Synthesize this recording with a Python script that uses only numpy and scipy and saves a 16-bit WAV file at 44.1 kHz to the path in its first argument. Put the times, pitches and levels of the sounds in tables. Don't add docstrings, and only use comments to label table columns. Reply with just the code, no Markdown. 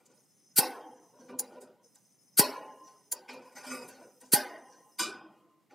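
import sys
import numpy as np
from scipy import signal
from scipy.fft import rfft, irfft
from scipy.io import wavfile

SR = 44100
rng = np.random.default_rng(int(sys.argv[2]) if len(sys.argv) > 2 else 0)


def pcm_store(signal):
    levels = np.round(np.clip(np.atleast_2d(signal), -1, 1) * 32767)
    wavfile.write(sys.argv[1], SR, levels.astype(np.int16).T)


N = 253134

# blow in s, rattle in dB, blow into the cabinet in dB, thump in dB,
# swell of the rattle in s, fade t60 in s.
SNAPS = [(0.588, -11, -30.5, -9.5, 0.033, 0.058), (2.3954, -9, -28, -3, 0.029, 0.06),
         (4.3367, -11, -30, -6, 0.022, 0.081)]
# blow in s, rattle in dB, blow into the cabinet in dB,
# swell of the rattle in s, fade t60 in s.
BUTTON_RETURNS = [(1.395, -19, -50.5, 0.012, 0.045), (3.123, -19.5, -49.5, 0.014, 0.0483)]
# blow in s, rattle in dB, blow into the cabinet in dB,
# swell in s, fade t60 in s.
KNOB_LET_GO = [(4.9953, -22, -36.5, 0.016, 0.16)]
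# blow in s, bright level in dB, blow into the cabinet in dB,
# centre of the bright band in Hz, fade t60 in s.
TICKS = [(0.0638, -39, -73.5, 7600, 0.045), (0.1193, -46.5, -74.5, 6200, 0.038),
         (1.2944, -31, -70.5, 1620, 0.11), (1.5274, -53, -67, 1860, 0.064),
         (1.6177, -33.5, -71, 8560, 0.12), (1.9589, -35.5, -74, 7900, 0.022),
         (3.2922, -24, -49.5, 2337, 0.11), (3.3374, -39, -76, 10500, 0.068),
         (3.4207, -42.5, -66, 2280, 0.048), (3.565, -47.5, -51.5, 5200, 0.045),
         (3.6375, -41, -49.5, 2340, 0.053), (3.8878, -29, -55, 10300, 0.088),
         (4.2145, -33.5, -65, 8800, 0.077), (4.2577, -42, -84, 7040, 0.21), (5.7094, -40.5, -65, 1878, .05)]
# peak in s, bright level in dB, blow into the cabinet
# in dB, # centre of the bright band in Hz, fade t60 in s.
HISS_FLARES = [(1.2100, -35, -66.5, 5930, 0.037), (2.8760, -31.5, -64.5, 5830, 0.073),
               (4.726, -33.5, -70, 5840, 0.13)]
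# start in s, length in s, dull level in dB,
# bright level in dB, low panel level in dB.
RUBS = [(-.015, 0.013, -60.5, -53, -88), (0.073, 0.03, -62.5, -57, -69), (1.122, 0.1, -55.5, -83.5, -81),
        (1.187, 0.058, -52.5, -82, -60.5), (1.284, 0.017, -42, -95, -43), (1.358, 0.082, -49.5, -63, -73),
        (1.467, 0.12, -48.5, -58.5, -64), (1.538, 0.021, -46, -70, -77), (1.602, 0.027, -45.5, -64.5, -62),
        (1.69, 0.045, -60, -95, -79), (1.762, 0.011, -57.5, -101, -73), (3.282, 0.11, -48, -54, -57),
        (3.406, 0.19, -60, -52, -78.5), (3.544, 0.039, -50.5, -35.5, -64), (3.626, 0.045, -68, -35.5, -64),
        (3.655, 0.095, -45.5, -26.5, -48.5), (3.713, 0.12, -42.5, -33.5, -51),
        (3.865, 0.12, -53, -48.5, -65.5), (3.998, 0.016, -47.5, -46.5, -73), (4.21, 0.03, -59.5, -78, -59),
        (5.703, 0.038, -51, -77, -69)]
# start in s, length in s, gas flow in dB.
PRESSES = [(0.109, 1.2, -75), (1.802, 1.36, -74), (3.416, 1.58, -74)]
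# start in s, ringing time in s, level in dB.
ROD_RINGS = [(2.399, 0.552, -55), (4.34, 0.565, -65), (5.0, 0.6, -68)]

# frequency in Hz, spectral level in dB.
SNAP_COLOUR = [(880, -40.5), (1500, -3), (1710, -17.5), (1910, -15), (3840, -12.5), (4560, -4.5),
               (7440, -3.5), (9090, 4), (14000, 0.5), (15900, -6), (16400, -33.5)]
RETURN_COLOUR = [(880, -74), (1500, -35), (3620, -32.5), (5090, -20.5), (6600, -12), (7080, -1.5),
                 (7900, -24.5), (10100, -3), (12100, -20.5), (15600, -10.5), (16400, -28)]
LET_GO_COLOUR = [(350, -45), (600, -48.5), (1440, -7), (1970, -2), (4780, 5.5), (5490, -0.5), (8680, 11),
                 (14100, 2), (16400, -29)]
RUB_COLOUR = [(1000, -18), (1800, -5), (2350, -11), (3870, -21.5), (5000, -13), (5650, -9.5), (9420, -4.5),
              (14500, -18), (16400, -52)]
DULL_RUB_COLOUR = [(47, -75), (80, -17.5), (252, -8), (580, 0.5), (729, -9.5), (1020, -13.5), (1470, -18.5),
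                   (1710, -30), (2410, -26.5), (4000, -27.5), (5200, -107), (8800, -120)]
# frequency in Hz, spectral level in dB.
BLOW_COLOUR = [(47, -74.5), (80, -45.5), (333, -5.5), (680, -10), (920, 0), (1120, -14), (1700, -13.5),
               (3750, -17), (4860, -4.5), (7160, -17), (14000, -35.5)]
LET_GO_BLOW_COLOUR = [(59, -49), (100, -26), (250, -15), (320, -5), (487, -22.5), (1010, -17),
                      (1440, -11.5), (1690, -29), (4780, -12.5), (12000, -22), (15600, -69.5),
                      (22000, -120)]
# frequency in Hz, spectral level in dB.
GAS_HISS = [(2500, -32), (4500, -14), (7000, -2), (10000, 4), (15000, 2.5)]
ROOM_TONE = [(24, -82), (40, -61.5), (118, -5), (147, -6.5), (308, -11), (337, -15), (1310, -28),
             (1620, -32), (2020, -25.5), (3000, -39), (3900, -58), (6600, -120)]
MIC_HISS = [(1470, -36.5), (2500, -9.5), (2860, -3.5), (15200, -7.5), (16400, -5)]

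# frequency in Hz, width of each filter pass in Hz, level in dB.
WHISTLES = [(5190, 150, -4), (6080, 380, 0), (6700, 300, -10), (8300, 500, -9), (9680, 350, -5),
            (14000, 600, -17)]
# frequency in Hz, level in dB, t60 before hand damping in s.
PANEL_MODES = [(262.4, -8.5, 1), (389.4, -13.5, 0.13), (406, -15.5, 0.3), (508.4, -5.5, 1), (598, -10, 0.9),
               (784, -14, 0.96), (825, -8.5, 0.095), (983.2, -4, 0.31), (1002, -5.5, 0.97),
               (1053, -7.5, 0.89), (1116, -8, 0.6), (1502, 1.5, 0.48), (1582, -1.5, 0.55), (1877, -9.5, 1),
               (1861, 1, 0.5), (1880, -10, 0.072), (2510, -14.5, 0.14), (2540, -15, 0.3),
               (2815, -8.5, 0.55), (3190, -13, .25), (3160, -10.5, 0.78), (4280, -8.5, .2), (2850, -7, 1)]
# frequency in Hz, level in dB, t60 before hand damping in s.
IGNITER_MODES = [(2400, -8, .15), (2900, -7, .13), (3350, -9, .2), (4130, -5, .15), (4500, -2, .12),
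                 (4690, 1, .22), (4980, -6, .35), (5160, 0, .15), (5430, -8, .27), (5820, -6, .18),
                 (6750, -9, .16), (8300, -10, .3), (8830, -6, .14), (9300, -9, .14), (9780, -5, .32),
                 (10900, -9, .25), (11500, -10, .2), (12700, -4, .26), (13200, -4, .28), (13750, -3, .28),
                 (14890, -9, .14)]
# frequency in Hz, level in dB, t60 before damping in s.
KNOB_MODES = [(319.5, -17.5, 0.9), (825, -12, 0.46), (1191, 8.5, 0.48), (1468, 4.5, 0.74), (2388, 6, 0.51),
              (2550, -3.5, 0.77), (2993, -0.5, 0.3), (3470, -4.5, 0.41), (3870, 3.5, 0.21),
              (4820, -4.5, 0.3), (4942, 0.5, 0.3), (5027, -4.5, 0.53), (6260, 2, 0.22), (7230, 4, 0.14),
              (8500, -14.5, 0.23), (8674, 0, 0.086), (9350, -12.5, .15)]
# frequency in Hz, t60 in s.
CABINET_DECAY = [(100, 1), (300, 0.97), (600, 1), (1200, 0.82), (2500, 0.51), (5000, 0.27), (9000, 0.27),
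                 (15000, 0.093)]
EDGES_HZ = 45 * 2 ** np.arange(0, 8.7, 1 / 3)

SWELL_DB = 20.5
BLOW_SWELL_S, TICK_SWELL_S, FLARE_SWELL_S = 0.02, 0.02, 0.048
TAIL_T60_S, TAIL_DB = 0.45, -34.5
THUMP_HZ, THUMP_T60_S, THUMP_LOW_HZ = 237, 0.0068, 105
RUB_ATTACK_S = 0.012
DULL_FADE_DB_PER_S, BRIGHT_FADE_DB_PER_S, PANEL_FADE_DB_PER_S = 125, 194, 164.5
LOW_PANEL_HZ, LOW_PANEL_WIDTH_HZ = 255, 18
ROD_HZ, ROD_ATTACK_S, ROD_WAVER_DB = 1044, 0.044, 2
ROD_SAG_DB_PER_S, ROD_DAMPED_DB_PER_S = 10, 248.5
GAS_HISS_DB, VALVE_OPEN_S, VALVE_SHUT_DB_PER_S = -4, 0.04, 394
ROOM_DB, MIC_HISS_DB = -73, -81
TREBLE_SIDE_HZ, TREBLE_SIDE_DB, THUMP_SIDE_DB, ROOM_SIDE_DB = 5800, -4, -33, -6.5
SNAP_SIDE_DB, SNAP_SIDE_HZ = -27.5, 900
MIC_LOW_HZ, CUTOFF_HZ = 137.5, 16800


def igniter():
    rattles = [coloured(bursts([row], column=1), SNAP_COLOUR) for row in SNAPS]
    bright = sum(rattles) + coloured(bursts(BUTTON_RETURNS, column=1), RETURN_COLOUR)

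    steel = 0
    for rattle in rattles:
        parts = modes(IGNITER_MODES, spread_db=3, split=.014, count=9, size=SR // 3)
        steel = steel + through(rattle, parts)
    under_thumb = modes(IGNITER_MODES, spread_db=3, split=.008, damping=5, count=3, size=SR // 10)
    clank = through(bright, under_thumb)

    t = np.arange(SR // 3) / SR
    dense = rng.standard_normal(SR // 3) * from_db(-60 * t / TAIL_T60_S)
    tail = through(bright, dense / np.sqrt(np.sum(dense ** 2)))

    steel_gain = from_db(-19 + 1.4 * drift(27))
    return from_db(-4.5) * bright + from_db(-12) * clank + steel_gain * steel + from_db(TAIL_DB) * tail


def thump():
    push = np.zeros(N)
    for row in SNAPS:
        push[round((row[0] - .001) * SR)] = from_db(row[3])
    push = signal.lfilter(*signal.butter(2, THUMP_LOW_HZ, "high", fs=SR), push + 1e-18)
    t = np.arange(SR // 5) / SR
    return through(push, from_db(-60 * t / THUMP_T60_S) * np.sin(2 * np.pi * THUMP_HZ * t))


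def knob():
    clack = from_db(-9.5) * coloured(bursts(KNOB_LET_GO, column=1), LET_GO_COLOUR)
    body = modes(KNOB_MODES, spread_db=2, split=.013, damping=1.15, count=9, size=SR // 2)
    ring = from_db(10 + 2 * drift(27.2)) * through(clack, body)

    ticks = from_db(-12) * bursts(TICKS, column=1, width=0.22, swell=TICK_SWELL_S)
    ticks = ticks + from_db(-1) * through(ticks, body)
    flares = from_db(-9) * bursts(HISS_FLARES, column=1, width=0.033, swell=FLARE_SWELL_S)

    slips = from_db(2 * drift(60)) * grains(per_s=7000, uneven_db=3.5)
    rub = strokes(column=3, fade_db_per_s=BRIGHT_FADE_DB_PER_S) * coloured(slips, RUB_COLOUR)
    held_parts = modes(IGNITER_MODES + KNOB_MODES, spread_db=3, split=.012, damping=3, size=SR // 4)
    rasp = from_db(-18.5) * rub + from_db(-10) * through(rub, held_parts)
    return clack + ring + ticks + flares + patchy(rasp, depth_db=2, rate=12)


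def sheet_metal():
    taps = bursts(TICKS + HISS_FLARES, column=2, swell=TICK_SWELL_S)
    snaps = bursts(SNAPS + BUTTON_RETURNS, column=2, swell=BLOW_SWELL_S)
    blows = coloured(snaps + taps, BLOW_COLOUR)
    blows += coloured(bursts(KNOB_LET_GO, column=2), LET_GO_BLOW_COLOUR)
    ringing = from_db(10) * through(blows, cabinet(panels_db=-2))

    slips = coloured(grains(per_s=4000, uneven_db=3.5), DULL_RUB_COLOUR)
    held_panels = modes(PANEL_MODES, spread_db=2, split=.02, damping=3, size=SR // 4)
    driven = slips + from_db(4) * rms_one(through(slips, held_panels))
    rubbed = from_db(-5) * strokes(column=2, fade_db_per_s=DULL_FADE_DB_PER_S) * driven
    return patchy(ringing + rubbed * from_db(1.5 * drift(20)), depth_db=2, rate=16)


def low_panel():
    hum = rms_one(resonated_twice(LOW_PANEL_HZ, LOW_PANEL_WIDTH_HZ))
    return strokes(column=4, fade_db_per_s=PANEL_FADE_DB_PER_S) * hum


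def rod():
    gain = held_level(*np.transpose(ROD_RINGS), ROD_ATTACK_S, ROD_DAMPED_DB_PER_S, ROD_SAG_DB_PER_S)
    gain = gain * from_db(ROD_WAVER_DB * drift(11))
    return np.sqrt(2) * gain * np.sin(2 * np.pi * ROD_HZ * np.arange(N) / SR)


def gas():
    out = from_db(GAS_HISS_DB + 2 * drift(5.5)) * coloured(rng.standard_normal(N), GAS_HISS)
    for hz, width_hz, level_db in WHISTLES:
        waver_db = 3 * drift(14) + .7 * drift(2)
        out += from_db(level_db + waver_db) * rms_one(resonated_twice(hz, width_hz))
    return out * held_level(*np.transpose(PRESSES), VALVE_OPEN_S, VALVE_SHUT_DB_PER_S)


def floor():
    room = from_db(ROOM_DB + 0.37 * drift(7.9)) * coloured(rng.standard_normal(N), ROOM_TONE)
    return room + from_db(MIC_HISS_DB + 1.5 * drift(5)) * coloured(rng.standard_normal(N), MIC_HISS)


def cabinet(panels_db):
    t = np.arange(SR) / SR
    white = rng.standard_normal((2, SR))
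    out = 0
    for k, (low, high) in enumerate(zip(EDGES_HZ, EDGES_HZ[1:])):
        band = signal.sosfilt(signal.butter(2, [low, high], "band", fs=SR, output="sos"), white[k % 2])
        t60 = at_hz(CABINET_DECAY, np.sqrt(low * high))
        out = out + band * from_db(-60 * t / t60)
    out = rms_one(out) / np.sqrt(SR)
    out[:SR * 3 // 4] += from_db(panels_db) * modes(PANEL_MODES, spread_db=2, split=.009)
    return out


def modes(table, spread_db, split, damping=1, count=4, size=SR * 3 // 4):
    t = np.arange(size) / SR
    hz, level_db, t60 = np.repeat(table, count, axis=0).T[:, :, None]
    hz = hz * (1 + split * rng.standard_normal(hz.shape))
    level_db = level_db + spread_db * rng.standard_normal(hz.shape)
    decay_db = 60 * t * damping / np.clip(t60, .01, 1.1)
    ringing = np.sum(from_db(level_db - decay_db) * np.sin(2 * np.pi * hz * t), axis=0)
    return ringing / np.sqrt(np.sum(ringing ** 2))


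def burst(s, level_db, swell, fade):
    swell, fade = max(swell, .002), max(fade, .005)
    t = np.arange(SR // 4) / SR - swell
    onset = np.clip((t + swell) / 0.0092, 0, 1) ** 2
    below_top_db = np.maximum(-SWELL_DB * t / swell, 60 * t / fade)
    envelope = onset * from_db(level_db - below_top_db)
    return round((s - swell) * SR), envelope * rng.standard_normal(len(t))


def bursts(rows, column, width=None, swell=None):
    out = np.zeros(N + SR)
    for row in rows:
        at, sound = burst(row[0], row[column], swell or row[-2], row[-1])
        if width:
            sound = signal.lfilter(*signal.iirpeak(row[3], 1 / width, fs=SR), sound)
        out[at:at + len(sound)] += sound
    return out[:N]


def grains(per_s, uneven_db):
    sizes = from_db(uneven_db * np.minimum(rng.exponential(1, N), 4))
    signs = rng.choice([-1, 1], N)
    return rms_one(sizes * signs * (rng.random(N) < per_s / SR))


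def strokes(column, fade_db_per_s):
    rows = np.transpose(RUBS)
    return held_level(rows[0], rows[1], rows[column], RUB_ATTACK_S, fade_db_per_s)


def held_level(start, length, level_db, attack, fade_db_per_s, sag_db_per_s=0):
    steps = np.arange(0, N + 32, 32)
    t = steps / SR - np.array(start)[:, None]
    after = np.maximum(t - np.array(length)[:, None], 0)
    db = np.array(level_db)[:, None] - sag_db_per_s * t - fade_db_per_s * after
    gain = np.clip(t / max(attack, .002), 0, 1) ** 2 * from_db(np.minimum(db, 0))
    return np.interp(np.arange(N), steps, gain.max(axis=0))


def patchy(x, depth_db, rate):
    out = 0
    for edges in zip(EDGES_HZ, EDGES_HZ[1:]):
        band = signal.butter(2, edges, "band", fs=SR, output="sos")
        out = out + signal.sosfilt(band, x) * from_db(depth_db * drift(rate))
    return out


def drift(rate):
    r = np.exp(-32 * np.pi * rate / SR)
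    slow = signal.lfilter([1], [1, -2 * r, r * r], rng.standard_normal(N // 16 + 3002))
    slow = slow[3000:]
    return np.interp(np.arange(N) / 16, np.arange(len(slow)), rms_one(slow))


def resonated_twice(hz, width_hz):
    b, a = signal.iirpeak(hz, hz / width_hz, fs=SR)
    return signal.lfilter(b, a, signal.lfilter(b, a, rng.standard_normal(N)))


def coloured(x, spectrum):
    hz = np.maximum(np.arange(N // 2 + 1) * SR / N, 1)
    return irfft(rfft(x) * rms_one(from_db(at_hz(spectrum, hz))), N)


def through(x, response):
    return signal.fftconvolve(x, response)[:N]


def at_hz(points, hz):
    points = np.array(points)
    return np.interp(np.log(hz), np.log(points[:, 0]), points[:, 1])


def rms_one(x):
    return x / np.sqrt(np.mean(x ** 2) + 1e-20)


def from_db(db):
    return 10 ** (np.asarray(db) / 20)


def scene():
    push = thump()
    near = igniter() + rod() + knob() + sheet_metal() + low_panel() + gas()

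    echoes = rng.standard_normal((2, 700)) * from_db(-60 * np.arange(700) / 900) / 8
    turn = 3 * drift(4)
    echoed = np.cos(turn) * through(near, echoes[0]) + np.sin(turn) * through(near, echoes[1])
    treble = signal.sosfilt(signal.butter(10, TREBLE_SIDE_HZ, "high", fs=SR, output="sos"), echoed)

    low_pass = signal.butter(4, SNAP_SIDE_HZ, fs=SR, output="sos")
    low_noise = signal.sosfilt(low_pass, bursts(SNAPS, column=3))

    side = from_db(TREBLE_SIDE_DB) * treble + from_db(ROOM_SIDE_DB) * floor()
    side += from_db(THUMP_SIDE_DB) * (push - np.roll(push, 30)) + from_db(SNAP_SIDE_DB) * low_noise
    mid = near + push + floor()
    return np.array([mid + side, mid - side])


def record(dry):
    thin = signal.sosfilt(signal.butter(4, MIC_LOW_HZ, "high", fs=SR, output="sos"), dry)
    top_cut = signal.cheby2(12, 70, CUTOFF_HZ, fs=SR, output="sos")
    return signal.sosfilt(top_cut, thin + from_db(-28.5) * (dry - thin))


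dry = scene()
out = record(dry)
pcm_store(out)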